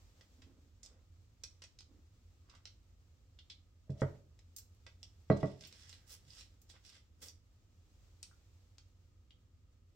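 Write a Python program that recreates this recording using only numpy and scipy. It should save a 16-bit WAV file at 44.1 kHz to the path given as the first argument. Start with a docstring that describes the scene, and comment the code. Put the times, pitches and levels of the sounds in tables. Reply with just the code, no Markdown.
"""In a small workroom, gloved hands tilt a large wet canvas on a wooden stretcher.
The frame lands on its supports, two knocks at a time, and each impact excites the modes of wood and
canvas. Gloves and plastic sheeting click and slide by stick-slip friction; a bracelet's links collide
and ring. The room reverberates briefly, and a sleeve brushes close by over a low ventilation rumble."""
import sys
import numpy as np
from scipy import signal
from scipy.fft import rfft, irfft
from scipy.io import wavfile
from scipy.ndimage import uniform_filter1d

SR = 44100
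rng = np.random.default_rng(int(sys.argv[2]) if len(sys.argv) > 2 else 0)


def inscribe(sig):
    """Save sig as 16-bit PCM at rate SR to the path in sys.argv[1].

    A 1-D sig is mono; a 2-D sig holds one channel per row.
    Samples are clipped to [-1, 1] before scaling.
    """
    pcm = np.round(np.clip(np.atleast_2d(sig).T, -1, 1) * 32767)
    wavfile.write(sys.argv[1], SR, pcm.astype(np.int16))


N = 438794
TIME = np.arange(N) / SR

# Landings on a support. Each row: start in seconds, level in dB, contact cutoff in Hz, then the
# relative gains in dB of the canvas boom, of the modes with a node there and of the wood crack.
LANDINGS = [(3.8932, -19, 360, 12, 0, -31), (4.0174, -8.5, 1900, 8, -19, -19.5),
            (5.2989, 0.5, 2400, 1.5, 0.5, -25.5), (5.4289, -7.5, 2000, 1, 1.5, -25)]
# Modes of canvas (lowest) and frame. Each row: frequency in Hz, gain in dB, decay T60 in seconds.
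FRAME_MODES = [(43.4, -47.5, .35), (65.2, -42, 0.24), (92.2, -31, 0.3), (134.9, -17.5, 0.13),
               (154, -24.5, 0.054), (172.6, -8.5, 0.072), (198.3, -24.5, 0.22), (222.2, -29, 0.051),
               (274.6, -27.5, 0.14), (296.5, -27.5, 0.17), (343, -30, 0.17), (382.3, -23.5, 0.13),
               (429.4, -22.5, 0.12), (531, -29.5, 0.073), (569.5, -23, .085), (625.7, -21, 0.072),
               (705, -25.5, 0.058), (778.6, -41, 0.082), (890, -37.5, 0.11), (958, -46.5, .08),
               (1097, -42.5, 0.083), (1163, -42.5, 0.098), (1304, -42.5, 0.059), (1400, -51.5, 0.0693),
               (1460, -47.5, 0.05), (1523, -47.5, 0.048), (1640, -51, 0.084), (1822, -50, 0.069),
               (1926, -44, .07), (1950, -45.5, 0.14)]
# Direction of the modes. Each row: frequency in Hz, left minus right in dB.
FRAME_PAN = [(130, -1.9), (280, -1.5), (550, -7), (1200, -3), (2200, -3.5)]
# Spectrum of wood striking wood. 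Each row: frequency in Hz, gain in dB.
CRACK_SPECTRUM = [(100, 8.5), (400, 4.5), (640, 4.5), (800, -9), (1300, -5.5), (2200, -16.5), (2700, -23),
                  (4200, -27), (7000, -27.5), (16000, -48.5)]

def frame_knocks(canvas_below_hz=143, node_hz=225, node_octaves=0.38, travel_s=0.003064,
                 swell_s=0.0046, crack_t60=0.014, size=2 ** 15):
    """Modal vibration: an impact cracks, then rings frame and canvas; soft contact favours the boom."""
    out, t, f = np.zeros((2, N)), np.arange(size) / SR, bins(size)
    hz, db, t60 = np.transpose(FRAME_MODES)[:, :, None]
    stereo_gains = pan(1, along(FRAME_PAN, hz.T))
    # Dispersion: low bending waves travel slower, so the boom builds up after the crack.
    lag_s = 2 * travel_s * np.sqrt(1000 / hz)
    envelope = (1 - np.exp(-(t / swell_s) ** 2 * hz / 1000)) * fade(t, t60)
    on_node = np.exp(-(np.log2(hz / node_hz) / node_octaves) ** 2)
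    for start, level_db, cutoff_hz, boom_db, node_db, crack_db in LANDINGS:
        # Grip and landing place differ a little each time.
        detune, shift = rng.standard_normal((2, len(hz), 1))
        phase = 2 * np.pi * hz * (1 + 0.0014 * detune) * (t - lag_s) + 0.6 * shift
        gain = undb(db + boom_db * (hz < canvas_below_hz) + node_db * on_node)
        gain *= undb(lowpass_db(hz, cutoff_hz, order=2))
        body = stereo_gains @ (gain * envelope * np.sin(phase))
        burst = diffuse(size, apart_hz=2193) * fade(t, crack_t60)
        crack = colour(burst, along(CRACK_SPECTRUM, f) + lowpass_db(f, cutoff_hz, order=1))
        crack = pan(with_energy(crack, 0.0089), -1.5)
        add(out, start, undb(level_db) * body)
        add(out, start + travel_s / 2, undb(level_db + crack_db) * crack)
    return out


# Clicks of gloves and sheeting, and one thin ring after the loudest knock. 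Each row: start in seconds,
# level in dB, resonance in Hz, width in octaves, decay T60 in seconds, second snap's strength (0 to 1).
CLICKS = [(.210, -59, 3380, 2.9, 0.017, 0), (0.4192, -57.5, 3040, 1, .04, 0.3),
          (0.831, -49.5, 6400, 0.41, .04, 0.4), (.861, -53.5, 5900, 0.48, .008, 0),
          (1.436, -40, 5600, 0.53, 0.027, 0), (1.6197, -50, 4200, 1.3, 0.028, 0.87),
          (1.7883, -52, 4600, 0.45, 0.013, 0.82), (2.4967, -58.5, 3750, 1.1, 0.035, 0.2),
          (2.549, -60, 4000, 3.2, 0.066, 0.2), (2.6546, -48, 3600, 0.64, 0.011, 0.43),
          (3.3882, -53.5, 3500, 0.26, 0.038, 0.13), (3.499, -46, 3870, 0.22, 0.038, 0.33),
          (3.902, -63.5, 4740, 1.7, .027, 0.44), (4.009, -58.5, 6540, 0.46, .0074, 0.25),
          (4.391, -63, 4400, 1.2, 0.0069, 0.16), (4.8646, -50, 2420, 3.9, 0.04, 0.05),
          (5.03, -47.5, 4650, 0.36, 0.0085, 0.04), (5.311, -51, 4100, 0.051, 0.15, 0),
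          (5.37, -58.5, 6000, 1.2, .034, 0), (5.6088, -52, 4460, .7, 0.017, 0),
          (5.6368, -51, 3200, 0.23, 0.029, 0.5), (5.726, -53.5, 4200, 1.6, 0.0086, 0),
          (5.8927, -53, 5900, 1.1, 0.043, 0), (5.9282, -52.5, 3400, 0.29, 0.011, 0),
          (6.3038, -55.5, 4600, 0.17, 0.012, 0), (6.409, -53.5, 4440, 1.2, .009, 0.2),
          (6.6987, -55, 4100, 0.81, 0.028, 0), (7.285, -49, 5470, 0.32, 0.004, 0),
          (8.2282, -51.5, 4000, 0.43, 0.054, 0), (8.229, -46, 8380, 0.29, 0.011, 0),
          (8.312, -65, 1414, .05, 0.033, 0.04), (8.7828, -56, 4500, 0.6, 0.006, 0),
          (9.3065, -60, 3280, 0.13, 0.016, 0)]
# Tone shared by the clicks: woody body, bright presence, dull top.
# Each row: frequency in Hz, gain in dB.
CLICK_COLOUR = [(100, -0.5), (550, 3), (1100, -7), (2500, -4), (4400, -2), (5300, 3.5), (6300, -1.5),
                (7800, 0.5), (9200, -8.5), (11500, -17.5), (13000, -2), (16000, -21.5)]

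def glove_and_sheet_clicks(second_snap_s=0.018, attack_s=0.00066, uneven_db=1.5, size=2 ** 13):
    """Stick-slip: a click is a snap and a dying rattle of slips through a resonance, often twice."""
    out, t, f = np.zeros((2, N)), np.arange(size) / SR, bins(size)
    for start, db, hz, octaves, t60, second in CLICKS:
        tone_db = hump(f, hz, octaves) + along(CLICK_COLOUR, f) + lowpass_db(f, 1.34 * hz, order=2)
        for delay_s, strength in ((0, 1), (second_snap_s, second)):
            noise = rng.standard_normal((4, size))
            each_side, common, roughness = noise[:2], noise[2], noise[3]
            slips = (common + each_side) * undb(-uneven_db * np.repeat(roughness, 32)[:size])
            slips *= (1 - np.exp(-t / attack_s)) * fade(t, t60)
            slips[:, 0] += 2  # the snap itself
            click = with_energy(colour(slips, tone_db), 0.0054)
            add(out, start + delay_s, strength * undb(db) * click)
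    return out


# Collisions of the links. Each row: start in seconds, level in dB.
CLINKS = [(4.5635, -44.5), (4.584, -47.5), (5.671, -56), (6.616, -63)]
# Modes of the links. Each row: frequency in Hz, gain in dB, decay T60 in seconds.
LINK_MODES = [(5076, -6, 0.038), (6320, -4, .06), (6750, -4, .04), (7510, -6, 0.081), (10570, -18, .1),
              (13000, -11, 0.11), (15000, -17, .06), (15460, -12, 0.055)]
# Spectrum of link chattering on link. Each row: frequency in Hz, gain in dB.
CHATTER_SPECTRUM = [(500, -33), (2500, -13), (4500, -1.5), (6600, 1), (8500, 0.5), (11000, -7.5),
                    (13000, -1), (16000, -1)]
# The highest treble comes from the right. Each row: frequency in Hz, left minus right in dB.
CHATTER_PAN = [(8000, 0.5), (13000, -11)]

def bracelet(rattle_t60=0.04, ring_db=-5, size=2 ** 13):
    """Impact excitation: small metal links chatter together and drive their own brief resonances."""
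    out, t, f = np.zeros((2, N)), np.arange(size) / SR, bins(size)
    hz, db, t60 = np.transpose(LINK_MODES)[:, :, None]
    modes = undb(db) * fade(t, t60) * np.sin(2 * np.pi * hz * t)
    link_response = rfft(modes.sum(axis=0))
    for start, level_db in CLINKS:
        rattle = rng.standard_normal((2, size)) * fade(t, rattle_t60)
        chatter = unit(colour(rattle, along(CHATTER_SPECTRUM, f)))
        ring = undb(ring_db) * unit(irfft(rfft(rattle) * link_response))
        clink = irfft(pan(rfft(chatter + ring), along(CHATTER_PAN, f)))
        add(out, start, undb(level_db) * with_energy(clink, 0.011))
    return out


# Spectrum of a glove rubbing taut canvas. Each row: frequency in Hz, gain in dB.
RUB_SPECTRUM = [(100, 9.5), (1000, -4), (1900, -1.5), (2400, -2.5), (3200, 2), (4300, 0), (5400, 6.5),
                (6200, -0.5), (7800, 0), (9800, -8.5), (13000, -10.5), (16000, -11.5)]

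def friction(rubs, judder_db=3, crackle_db=2.5, trim_db=-6, size=2 ** 15):
    """Sliding friction: dense grains of noise swell and fade with the speed of each rub."""
    out, t, f = np.zeros((2, N)), (np.arange(size) - size // 2) / SR, bins(size)
    for peak_s, length_s, db, hz, octaves in rubs:
        # Most grains are tiny; a few catch and crackle.
        catches = np.repeat(rng.exponential(size=size // 16), 16).clip(0, 6)
        grains = diffuse(size, apart_hz=1508) * undb(crackle_db * catches)
        judder = undb(judder_db * wander(size, 200))
        rub = unit(judder * colour(grains, hump(f, hz, octaves) + along(RUB_SPECTRUM, f)))
        add(out, peak_s + t[0], undb(db + trim_db) * speed(t, length_s) * rub)
    return out


# Glove strokes. Each row: time of peak speed in seconds, length in seconds, relative level in dB.
STROKES = [(.92, 0.13, -67.5), (4.008, 0.032, -59), (4.142, 0.036, -66.5), (5.439, 0.15, -60),
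           (5.648, 0.074, -57.5), (5.808, 0.12, -58), (5.929, 0.062, -57), (6.118, 0.047, -48),
           (6.349, .1, -57), (6.403, 0.066, -57.5), (6.539, .2, -73.5), (6.71, 0.025, -56),
           (6.753, 0.033, -63), (6.879, 0.057, -57.5), (6.949, 0.06, -59.5), (7.23, 0.015, -42),
           (7.255, 0.05, -51.5)]

def glove_strokes(usual_hz=4485, usual_db=-57, octaves_per_db=0.32, width_octaves=1):
    """Friction under load: a glove pressed harder on the canvas sounds louder and higher."""
    return friction((peak_s, length_s, db, usual_hz * 2 ** (octaves_per_db * (db - usual_db)),
                     width_octaves) for peak_s, length_s, db in STROKES)


# Dull rubs, and one narrow ringing tone after the first knock. Each row: time of the peak in seconds,
# length in seconds, relative level in dB, resonance in Hz, width in octaves.
DULL_RUBS = [(0.492, 0.23, -63.5, 283, .19), (1.946, .11, -65.5, 279, 0.26), (2.53, 0.079, -66, 1160, 0.21),
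             (4.006, 0.12, -56, 608, 0.045), (5.899, 0.29, -72, 1740, 0.15), (6.294, 0.05, -62.5, 141, .11),
             (7.243, 0.063, -64, 400, .9)]

def dull_rubs():
    """Resonant filtering: grainy noise in one band is a dull rub, or a tone if the band is narrow."""
    return friction(DULL_RUBS)


# The room's share of the sound. Each row: frequency in Hz, gain in dB.
ROOM_SPECTRUM = [(60, -12), (150, -13), (500, -4), (1500, 2), (5000, 2.5), (16000, -6)]

def room(direct, bass_t60=0.74, mid_t60=0.34, treble_t60=0.26,
         early_db=3, early_t60=0.0967, onset_s=0.0011, size=2 ** 15):
    """Reverberation: table and shelves reflect at once; the walls ring on, longest in the bass."""
    t, f, noise = np.arange(size) / SR, bins(size), rfft(diffuse(size))
    centres = np.geomspace(60, 16000, 9)
    decay_times = [(60, bass_t60), (1000, mid_t60), (12000, treble_t60)]
    onset = 1 - np.exp(-(t / onset_s) ** 2)
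    early = undb(early_db) * fade(t, early_t60)
    response = 0
    for hz, share in zip(centres, np.eye(len(centres))):
        band = irfft(noise * along(np.column_stack([centres, share]), f), size)
        tail = onset * (early + fade(t, along(decay_times, hz)))
        response += undb(along(ROOM_SPECTRUM, hz)) * band * tail / np.linalg.norm(tail)
    return signal.fftconvolve(direct.mean(axis=0)[None], response, axes=1)[:, :N]


# The arm lifts, turns and lowers the canvas.
# Each row: time of peak speed in seconds, length in seconds, level in dB.
ARM_MOVES = [(0, 0.85, -73), (1.998, 3.4, -79.5), (4.095, 0.18, -73), (4.792, 0.83, -78.5),
             (6.007, 1.5, -75), (8.25, 1.17, -76.5)]
# Spectrum of rubbing knitwear. Each row: frequency in Hz, gain in dB.
CLOTH_SPECTRUM = [(100, 3), (170, 10), (300, 7.5), (700, 2.5), (1300, -2), (2200, -2.5), (5000, -1),
                  (7500, -2), (10000, -18), (13000, -11.5), (16000, -12)]

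def sleeve(rest_db=-83, flutter_db=0.9):
    """Friction noise: knitted cloth rubs softly, and each arm movement adds to its power."""
    flutter = undb(-flutter_db * wander(N, 2500))
    moving_power = sum((undb(db) * speed(TIME - peak_s, length_s)) ** 2
                       for peak_s, length_s, db in ARM_MOVES)
    rustle = unit(colour(diffuse(N), along(CLOTH_SPECTRUM, bins(N))))
    return rustle * np.sqrt(undb(rest_db) ** 2 + moving_power) * flutter


# Spectrum of the moving air. Each row: frequency in Hz, gain in dB.
AIR_SPECTRUM = [(12, -35), (20, -15.5), (91, -2), (107, -4.5), (120, -22), (146, -34.5), (241, -23.5),
                (367, -29), (446, -42.5), (558, -38.5), (802, -52.5), (976, -42), (1370, -46.5),
                (2820, -42.5), (16000, -66.5)]
# Drones of the duct. Each row: frequency in Hz, width in octaves, level in dB.
DUCT_DRONES = [(51.5, 0.069, -71.5), (86.55, 0.076, -67), (500.3, 0.053, -92), (1254, 0.05, -92)]

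def ventilation(air_db=-67.5):
    """Flow noise: air rumbles steadily while the duct drones in narrow, wavering bands."""
    f = bins(N)
    air = undb(air_db) * unit(colour(diffuse(N), along(AIR_SPECTRUM, f)))
    drones = sum(undb(db) * unit(colour(diffuse(N), hump(f, hz, octaves, slope_db=10.5)))
                 for hz, octaves, db in DUCT_DRONES)
    return pan(air + drones, -1.5)


def speed(t, length_s, rise_share=0.48):
    """Skewed Gaussian: a hand speeds up, is fastest at t = 0 and slows down."""
    width_s = length_s * np.where(t < 0, rise_share, 1 - rise_share)
    return np.exp(-0.5 * (t / width_s) ** 2)


def diffuse(size, apart_hz=520):
    """Diffuse field: stereo noise, alike in the bass and unrelated well above apart_hz."""
    mid, side = rfft(rng.standard_normal((2, size)))
    coherence = 0.98 / (1 + (bins(size) / apart_hz) ** 2)
    spectrum = mid * np.sqrt(1 + coherence) + np.array([[1], [-1]]) * side * np.sqrt(1 - coherence)
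    return irfft(spectrum, size) / np.sqrt(2)


def wander(size, window):
    """Moving average of noise over a window of samples, at rms 1."""
    return unit(uniform_filter1d(rng.standard_normal(size), size=window))


def colour(x, db):
    """Minimum-phase filter with the given gain per frequency bin."""
    size = x.shape[-1]
    cepstrum = irfft(np.log(undb(db)), size)
    cepstrum[1:size // 2] *= 2
    cepstrum[size // 2 + 1:] = 0
    return irfft(rfft(x) * np.exp(rfft(cepstrum)), size)


def hump(hz, centre_hz, octaves, slope_db=11):
    """Resonance curve in dB, falling faster from two octaves above its centre."""
    detuning = np.log2((hz + 1) / centre_hz) / octaves
    return -slope_db * np.log10(1 + detuning ** 2) + lowpass_db(hz, 4 * centre_hz, order=2)


def lowpass_db(hz, cutoff_hz, order):
    """Low-pass roll-off of 6 dB per octave for each order."""
    return -10 * np.log10(1 + (hz / cutoff_hz) ** (2 * order))


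def fade(t, t60):
    """Exponential decay, by 60 dB in t60 seconds."""
    return np.exp(-np.log(1000) * t / t60)


def along(points, hz):
    """Interpolation of (Hz, value) points on a log-frequency axis."""
    f, value = np.transpose(points)
    return np.interp(np.log(hz + 1), np.log(f), value)


def bins(size):
    """Frequencies of a spectrum in Hz."""
    return np.arange(size // 2 + 1) * SR / size


def undb(db):
    """Decibels to gain."""
    return 10 ** (np.asarray(db) / 20)


def unit(x):
    """Normalisation to rms 1."""
    return x / np.sqrt(np.mean(x ** 2))


def with_energy(x, seconds):
    """Normalisation to the energy of an rms-1 signal lasting this long."""
    return x / np.sqrt(np.sum(x ** 2) / (SR * seconds))


def pan(x, db):
    """Level difference: left exceeds right by db, a number or a curve."""
    return x * undb(np.array([[0.5], [-0.5]]) * db)


def add(out, start_s, sound):
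    """Superposition of a sound from start_s on."""
    i = max(int(start_s * SR), 0)
    out[:, i:i + sound.shape[-1]] += sound[..., :N - i]


# Where the hands are. Each row: time in seconds, left minus right in dB.
HANDS_PAN = [(0, -4), (1.4, -2.5), (2.7, -5), (4.5, 2), (4.9, -3.5), (6.4, -6.5), (7.25, -4.5), (8.2, 5.5),
             (9.3, 5)]

def scene():
    """Superposition: handling sounds and their reverberation, over sleeve and ventilation."""
    impacts = frame_knocks() + bracelet()
    handling = glove_and_sheet_clicks() + glove_strokes() + dull_rubs()
    hands_db = np.interp(TIME, *np.transpose(HANDS_PAN))
    direct = impacts + pan(handling, hands_db)
    return direct + pan(room(direct), -1.6) + sleeve() + ventilation()


def record(dry):
    """Band limiting: the phone's steep low-pass filter cuts the highest treble."""
    top_hz = 15900
    return signal.sosfilt(signal.ellip(10, 0.2, 70, top_hz, fs=SR, output="sos"), dry)


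dry = scene()
out = record(dry)
inscribe(out)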